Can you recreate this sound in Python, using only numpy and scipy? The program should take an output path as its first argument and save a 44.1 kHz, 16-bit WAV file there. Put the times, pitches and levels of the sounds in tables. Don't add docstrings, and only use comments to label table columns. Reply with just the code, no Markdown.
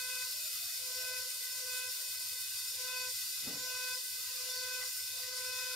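import sys
import numpy as np
from scipy import signal
from scipy.fft import rfft, irfft
from scipy.io import wavfile
from scipy.ndimage import uniform_filter1d

SR = 44100
rng = np.random.default_rng(int(sys.argv[2]) if len(sys.argv) > 2 else 0)


def put_to_file(sound):
    columns = np.atleast_2d(sound).T
    safe = np.clip(columns, -1, 1)
    whole_steps = np.round(safe * 32767)
    wavfile.write(sys.argv[1], SR, whole_steps.astype(np.int16))


N = 253910
T = np.arange(N) / SR
HZ = np.fft.rfftfreq(N, 1 / SR)

# (start [s], build [s], hold [s], ease [s],
# drone [dB], octave [dB], whine [dB], flex [dB], glide before the push [dB])
PUSHES = [(-.283, 0.31, 0.2, 0.11, -4.5, 0.8, 0, 2, 12), (.7, .37, 0.096, 0.18, 1.4, 1.2, 2.5, 1.5, -6),
          (1.529, 0.2, 0.15, 0.042, 1, -0.5, 0.5, 3, 6), (2.685, 0.24, 0.13, 0.1, .3, 7.3, 1, 6, 1.3),
          (3.368, 0.391, 0.17, 0.089, 0, 5.5, 3, 2, -1.4), (4.23, 0.48, 0.086, 0.12, 3.3, 3, 2.5, 2, 2),
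          (5.04, 0.52, .3, .13, 2.4, 4, 1.5, 4, 3.5)]


def gain_of(db):
    return 10 ** (np.asarray(db) / 20)


def unit_rms(x):
    return x / np.sqrt(np.mean(abs(x) ** 2) + 1e-20)


def levelled(x, window_samples=4000):
    return x / np.sqrt(uniform_filter1d(np.mean(x ** 2, axis=0), window_samples) + 1e-20)


def colour(points):
    hz, db = np.transpose(points)
    return gain_of(np.interp(np.log(HZ + 1), np.log(hz), db))


def noise(points):
    return unit_rms(irfft(rfft(rng.standard_normal(N)) * colour(points), N))


def drift(hz, count=8192):
    low_pass = 1 / (1 + (np.arange(count // 2 + 1) / T[-1] / hz) ** 4)
    slow = unit_rms(irfft(rfft(rng.standard_normal(count)) * low_pass))
    return np.interp(T, np.linspace(0, T[-1], count), slow)


def swell_db(points):
    level_db = np.interp(T, *np.transpose(points))
    return level_db - np.mean(level_db)


def panned(x, balance_db):
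    return np.array([x * gain_of(balance_db / 2), x * gain_of(-balance_db / 2)])


def resonance(spectrum, hz, width_hz):
    return irfft(spectrum / (1 + ((HZ - hz) / (0.35 * width_hz)) ** 2), N)


def bursts(rows, points):
    envelope = sum(gain_of(db) * np.exp(np.minimum((T - peak_s) / rise_s, (peak_s - T) / decay_s))
                   for peak_s, db, rise_s, decay_s in rows)
    return envelope * noise(points)


def fuzzy_glides(rows, width_hz, waver_db, fade_s=0.045):
    out = np.zeros(N)
    for start_s, length_s, first_hz, last_hz, db in rows:
        end_s = start_s + length_s
        pitch_hz = np.interp(T, [start_s, end_s], [first_hz, last_hz])
        carrier = np.exp(2j * np.pi * np.cumsum(pitch_hz) / SR)
        band = ((drift(width_hz) + 1j * drift(width_hz)) * carrier).real
        envelope = np.clip(np.minimum(T - start_s, end_s - T) / fade_s, 0, 1)
        out += unit_rms(band * gain_of(waver_db * drift(7))) * gain_of(db) * envelope
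    return out


def room(air_db=-91, throb_db=2.5, throb_hz=8, mute_db=-22):
    # (frequency [Hz], relative level [dB])
    air = [(20, -17), (50, 30.5), (85, -10), (110, 21.5), (150, 30), (250, -43), (450, -15), (650, -45),
           (850, -18), (1250, -12), (4000, -50)]
    # (frequency [Hz], level [dB])
    hums = [(100, -76), (86.7, -77.5)]
    # (middle [s], half length [s])
    mutes = [(0.5, 0.033), (0.724, 0.042), (1.31, .05), (1.457, 0.044), (2.007, 0.066), (4.02, 0.062)]
    mute = sum(np.exp(-((T - middle_s) / half_s) ** 4) for middle_s, half_s in mutes)
    gain = unit_rms(gain_of(throb_db * np.minimum(drift(throb_hz), 1) + mute_db * mute))
    hum = sum(gain_of(db) * unit_rms(np.sin(2 * np.pi * (hz * T + 0.07 * drift(9.9))))
              for hz, db in hums)
    return gain * (hum + gain_of(air_db) * noise(air))


def suction():
    # (start [s], length [s], first pitch [Hz], last pitch [Hz], level [dB])
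    whistles = [(0.315, 0.18, 612, 612, -66), (0.584, 0.84, 710, 588, -67.5), (1.5, 0.17, 608, 590, -65.5),
                (1.952, 0.35, 642, 676, -70), (2.723, 0.091, 806, 800, -76), (2.885, 0.19, 665, 683, -72.5),
                (3.63, 0.192, 660, 640, -68), (4.382, 0.17, 660, 684, -72.5), (5.09, 0.14, 640, 710, -69.5)]
    return fuzzy_glides(whistles, width_hz=35, waver_db=4)


def bump():
    # (time [s], level [dB], rise constant [s], decay constant [s])
    blows = [(3.435, -61, .01, 0.025), (3.476, -48, 0.0093, 0.043), (3.545, -57, 0.0069, 0.045)]
    # (frequency [Hz], relative level [dB])
    thud = [(30, -44), (55, -22), (90, -11), (160, 1), (215, -2), (280, -1), (350, -6), (600, -8),
            (900, -14), (1400, -16), (2500, -25), (6000, -38)]
    # (frequency [Hz], level [dB], t60 [s])
    modes = [(284, -48, 0.41), (447, -51, 0.22), (630, -58, .35), (796, -59, 0.35)]
    # (start [s], length [s], first pitch [Hz], last pitch [Hz], level [dB])
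    scuffs = [(3.89, 0.075, 413, 355, -65), (3.99, .1, 380, 330, -74.5), (4.39, 0.082, 410, 407, -71)]
    age_s = np.maximum(T - blows[1][0], 0)
    ring = sum(gain_of(db - 60 * age_s / t60_s) * np.sin(2 * np.pi * hz * age_s)
               for hz, db, t60_s in modes)
    return bursts(blows, thud) + ring + fuzzy_glides(scuffs, width_hz=32, waver_db=3)


def teeth_catch():
    # (time [s], level [dB], rise constant [s], decay constant [s])
    catches = [(4.83, -48, 0.015, 0.014)]
    # (frequency [Hz], relative level [dB])
    spectrum = [(300, -55), (620, -28), (780, -10), (920, -26), (1300, -13), (1750, -30), (1880, -14),
                (2000, 7), (2160, -14), (3500, -16), (5000, -28), (9000, -50)]
    return bursts(catches, spectrum)


def pressure():
    ramps = [np.minimum((T - start_s) / build_s, 1 - (T - start_s - build_s - hold_s) / ease_s)
             for start_s, build_s, hold_s, ease_s, *_ in PUSHES]
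    return np.clip(np.max(ramps, axis=0), 0, 1)


def engaged(press, half_at, width):
    return 0.5 + 0.5 * np.tanh((press - half_at) / width)


def ringing_steel(load):
    # (time [s], level before scaling [dB])
    contour = [(0.0, -52.5), (1.25, -56.5), (1.3, -50), (1.49, -53.5), (2.69, -53), (3.05, -57.5),
               (3.11, -51.5), (3.56, -59.5), (4.01, -53.5), (4.67, -56.5), (5.07, -52.5), (5.12, -58),
               (5.44, -53), (5.76, -58)]
    # (frequency [Hz], width [Hz], relative level [dB], change under load [dB])
    modes = [(1070, 70, -24, 4), (1185, 70, -17, -1), (1265, 90, -16.5, 0), (1400, 110, -15, 1),
             (1590, 100, -19, 4), (1665, 60, -19, -3), (1905, 70, -13.5, -3), (1980, 100, -7, 0),
             (2200, 120, -16, -3), (2400, 200, -13, 1), (2800, 350, -10, 0), (3640, 220, -2.5, -1.5),
             (4020, 160, -5, -1), (4410, 190, 1.7, -4.2), (4700, 200, -1, 0), (4900, 180, -3, -1),
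             (5190, 200, 2.2, -3.2), (5450, 140, -5, -1), (5580, 140, -2, 1), (5900, 180, -6.5, 0),
             (7080, 450, -2, -1.5), (10100, 700, -3.5, 0), (11850, 1000, -4, -.5), (13500, 1200, -3.5, -.5),
             (15150, 550, -8, 0)]
    friction = rfft(rng.standard_normal(N))
    steel = resonance(friction, hz=8630, width_hz=710) * gain_of(-2 + 1.66 * swell_db(contour))
    for hz, width_hz, db, load_db in modes:
        wander_db = 4 / (1 + width_hz / 450) * drift(5.5)
        steel += resonance(friction, hz, width_hz) * gain_of(db + load_db * load + wander_db)
    return steel


def patchy(x, depth_db=7, below_hz=2940, patch_hz=80, patch_s=0.05):
    hz, times_s, bins = signal.stft(x, SR, nperseg=1024, noverlap=768)
    patches = rng.standard_normal(bins.shape[1:])
    for axis, span in enumerate((patch_hz / hz[1], patch_s / times_s[1])):
        patches = uniform_filter1d(patches, max(round(span), 1), axis)
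    gain = gain_of(depth_db * np.clip(unit_rms(patches), -3, 1) / (1 + (hz[:, None] / below_hz) ** 4))
    gain /= np.sqrt(np.mean(gain ** 2, axis=1, keepdims=True))
    return signal.istft(bins * gain, SR, nperseg=1024, noverlap=768)[1][:, :N]


def rasp(turns, load, low_hz=926, split_hz=7000, top_hz=12800, body_db=-44, fizz_db=-42.5):
    # (frequency [Hz], relative level [dB])
    scatter = [(300, -65), (850, -81), (1250, -38.5), (1550, -6), (1750, -34), (2500, -11), (3250, -8.5),
               (3800, -4.5), (4900, -2), (6350, -3.5), (6900, -2.5), (9000, -4), (12800, -4), (14200, -9),
               (16000, -10)]
    # (time [s], relative level [dB])
    fizz_contour = [(0.0, -43.5), (0.58, -42.5), (1.25, -44), (1.3, -43.5), (1.59, -43.5), (1.6, -45),
                    (1.79, -42), (1.81, -44), (1.97, -43), (2.76, -43), (2.79, -44.5), (3.08, -44),
                    (3.1, -42.5), (3.35, -43), (3.57, -45.5), (4.09, -43), (4.71, -45.5), (4.97, -42.5),
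                    (5.24, -44.5), (5.32, -47), (5.37, -44.5), (5.74, -45), (5.76, -44)]
    # (time [s], relative level [dB])
    body_contour = [(0.0, -43.5), (2.43, -44.5), (2.56, -43), (3.97, -43), (4.03, -45), (4.62, -42),
                    (4.97, -44), (5.6, -42.5), (5.7, -43)]
    spectrum = rfft(ringing_steel(load)) + colour(scatter) * rfft(rng.standard_normal((2, N)))
    high_pass = 1 / (1 + (low_hz / (HZ + 1)) ** 20)
    high = 1 / (1 + (split_hz / (HZ + 1)) ** 8)
    top = 1 / (1 + (top_hz / (HZ + 1)) ** 20)
    damping = gain_of(-1.5 * (load - np.mean(load)))
    fizz = irfft(spectrum * high * (1 - top), N) + irfft(spectrum * top, N) * damping
    fizz = levelled(fizz) * gain_of(fizz_db - 0.56 * load + swell_db(fizz_contour))
    body = patchy(irfft(spectrum * (1 - high) * high_pass, N))
    body = levelled(body) * gain_of(body_db + 0.94 * swell_db(body_contour))
    angle = 2 * np.pi * turns
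    strokes = 1 + 0.023 * np.cos(angle) + 0.046 * np.cos(2 * angle) + 0.01 * np.cos(3 * angle)
    flutter = gain_of(0.54 * drift(22))
    return panned(strokes * flutter, balance_db=0.51) * (body + fizz)


def surge(multiple):
    # (middle [s], half length [s], multiple, level [dB])
    surges = [(.96, 0.027, 9, -51), (1.005, .04, 11, -49), (1.127, 0.054, 10, -55), (2.853, 0.041, 11, -59),
              (3.01, 0.055, 9, -50), (3.64, 0.025, 11, -48), (3.78, .06, 11, -51.5), (3.86, 0.041, 9, -53),
              (3.952, 0.012, 10, -41.5), (4.513, 0.034, 7, -50), (4.547, 0.16, 11, -54),
              (4.58, 0.045, 9, -50), (5.6, 0.17, 10, -52)]
    return sum(gain_of(db) * np.exp(-((T - middle_s) / half_s) ** 2)
               for middle_s, half_s, locked, db in surges if round(locked) == round(multiple))


def voice(turns, harmonics, drive_db, chatter_hz=36, shake_hz=24):
    shake = np.sin(2 * np.pi * (shake_hz * T + 0.23 * drift(1)))
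    tremor = gain_of(0.5 * shake + 0.35 * drift(12))
    sides = np.array([[1j], [-1j]])
    out = np.zeros((2, N))
    for multiple, db, follow, roughness, balance_db, lead_rad in harmonics:
        carrier = np.exp(2j * np.pi * (round(multiple) * turns + rng.random()) + sides * lead_rad / 2)
        skirt = np.clip(roughness * gain_of(-0.2 * drive_db), 0, 0.85)
        skirt_hz = chatter_hz * multiple ** 0.06
        chatter = unit_rms(drift(skirt_hz) + 1j * drift(skirt_hz))
        reflections = 0.2 * drift(skirt_hz) * sides
        level = gain_of(db + follow * drive_db) / np.hypot(1 - skirt, skirt)
        line = np.hypot(level * (1 - skirt), surge(multiple))
        envelope = line + level * skirt * (chatter + reflections)
        out += np.sqrt(2) * (envelope * carrier).real * panned(tremor, balance_db)
    return out


def drive(share, pressed_db, gliding_db, unsteady_db=2.2, unsteady_hz=9.6):
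    return share * pressed_db + (1 - share) * (gliding_db + unsteady_db * drift(unsteady_hz))


def saw_tones(turns, press, load):
    # (multiple before rounding, level at 0 dB drive [dB], drive slope [dB/dB],
    # roughness [0-1], left-right balance [dB], left lead [rad])
    drone = [(1, -59, 1, 0.31, -2, -0.44)]
    octave = [(2.2, -60.5, 1.07, 0.27, -1.7, 1)]
    whine = [(3, -50.5, 0.99, 0.19, -0.5, 0.3), (4, -58.5, 0.32, 0.35, 0, -0.078)]
    flex = [(5, -50.5, 0.88, 0.27, 5.9, .28), (6, -64, 0.25, 1, 3.8, 0.17),
            (7, -55.5, 0.45, 0.43, 3.1, 0.077), (17, -67.5, 0.24, .85, 1.6, .07)]
    squeal = [(8, -64, 1.3, 0.33, -3, .05), (9, -52.5, 1.6, 0.49, -0.5, -0.18),
              (10, -55, 1.1, 0.49, 6, -0.13), (11, -50.5, 3.5, 0.39, 0.5, .06),
              (12, -68, 1.1, .25, 0, -0.036), (13, -58.5, 2, .9, -7.5, -0.097)]
    start_s, build_s, hold_s, _, *strengths_db, glides_db = np.transpose(PUSHES)
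    edges_s = np.ravel([start_s, start_s + build_s + hold_s], order="F")
    drone_db, octave_db, whine_db, flex_db = (np.interp(T, edges_s, np.repeat(db, 2))
                                              for db in strengths_db)
    glide_db = np.interp(T, start_s, glides_db)
    grip = np.exp(-((press - 0.58) / 0.3) ** 2)
    out = voice(turns, drone, drive(load, drone_db, glide_db - 19.5))
    out += voice(turns, octave, drive(engaged(press, 0.46, 0.35), octave_db, glide_db - 13.5))
    out += voice(turns, whine, drive(engaged(press, 0.56, 0.22), whine_db, glide_db - 14))
    out += voice(turns, flex, drive(engaged(press, 0.8, 0.15), flex_db, -10) - 5.5 * grip)
    return out + voice(turns, squeal, drive_db=-3.5 + 1.9 * grip + 0.9 * press)


def scene(blade_hz=505.9, wobble=0.00027):
    turns = np.cumsum(blade_hz * (1 + wobble * drift(7.5))) / SR
    press = pressure()
    load = engaged(press, half_at=0.25, width=0.23)
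    saw = saw_tones(turns, press, load) + rasp(turns, load) + teeth_catch()
    return saw + bump() + suction() + room()


def record(dry):
    low_pass = signal.firwin(1023, 15760, window=("kaiser", 9), fs=SR)
    return signal.oaconvolve(dry, low_pass[None], "same")


dry = scene()
out = record(dry)
put_to_file(out)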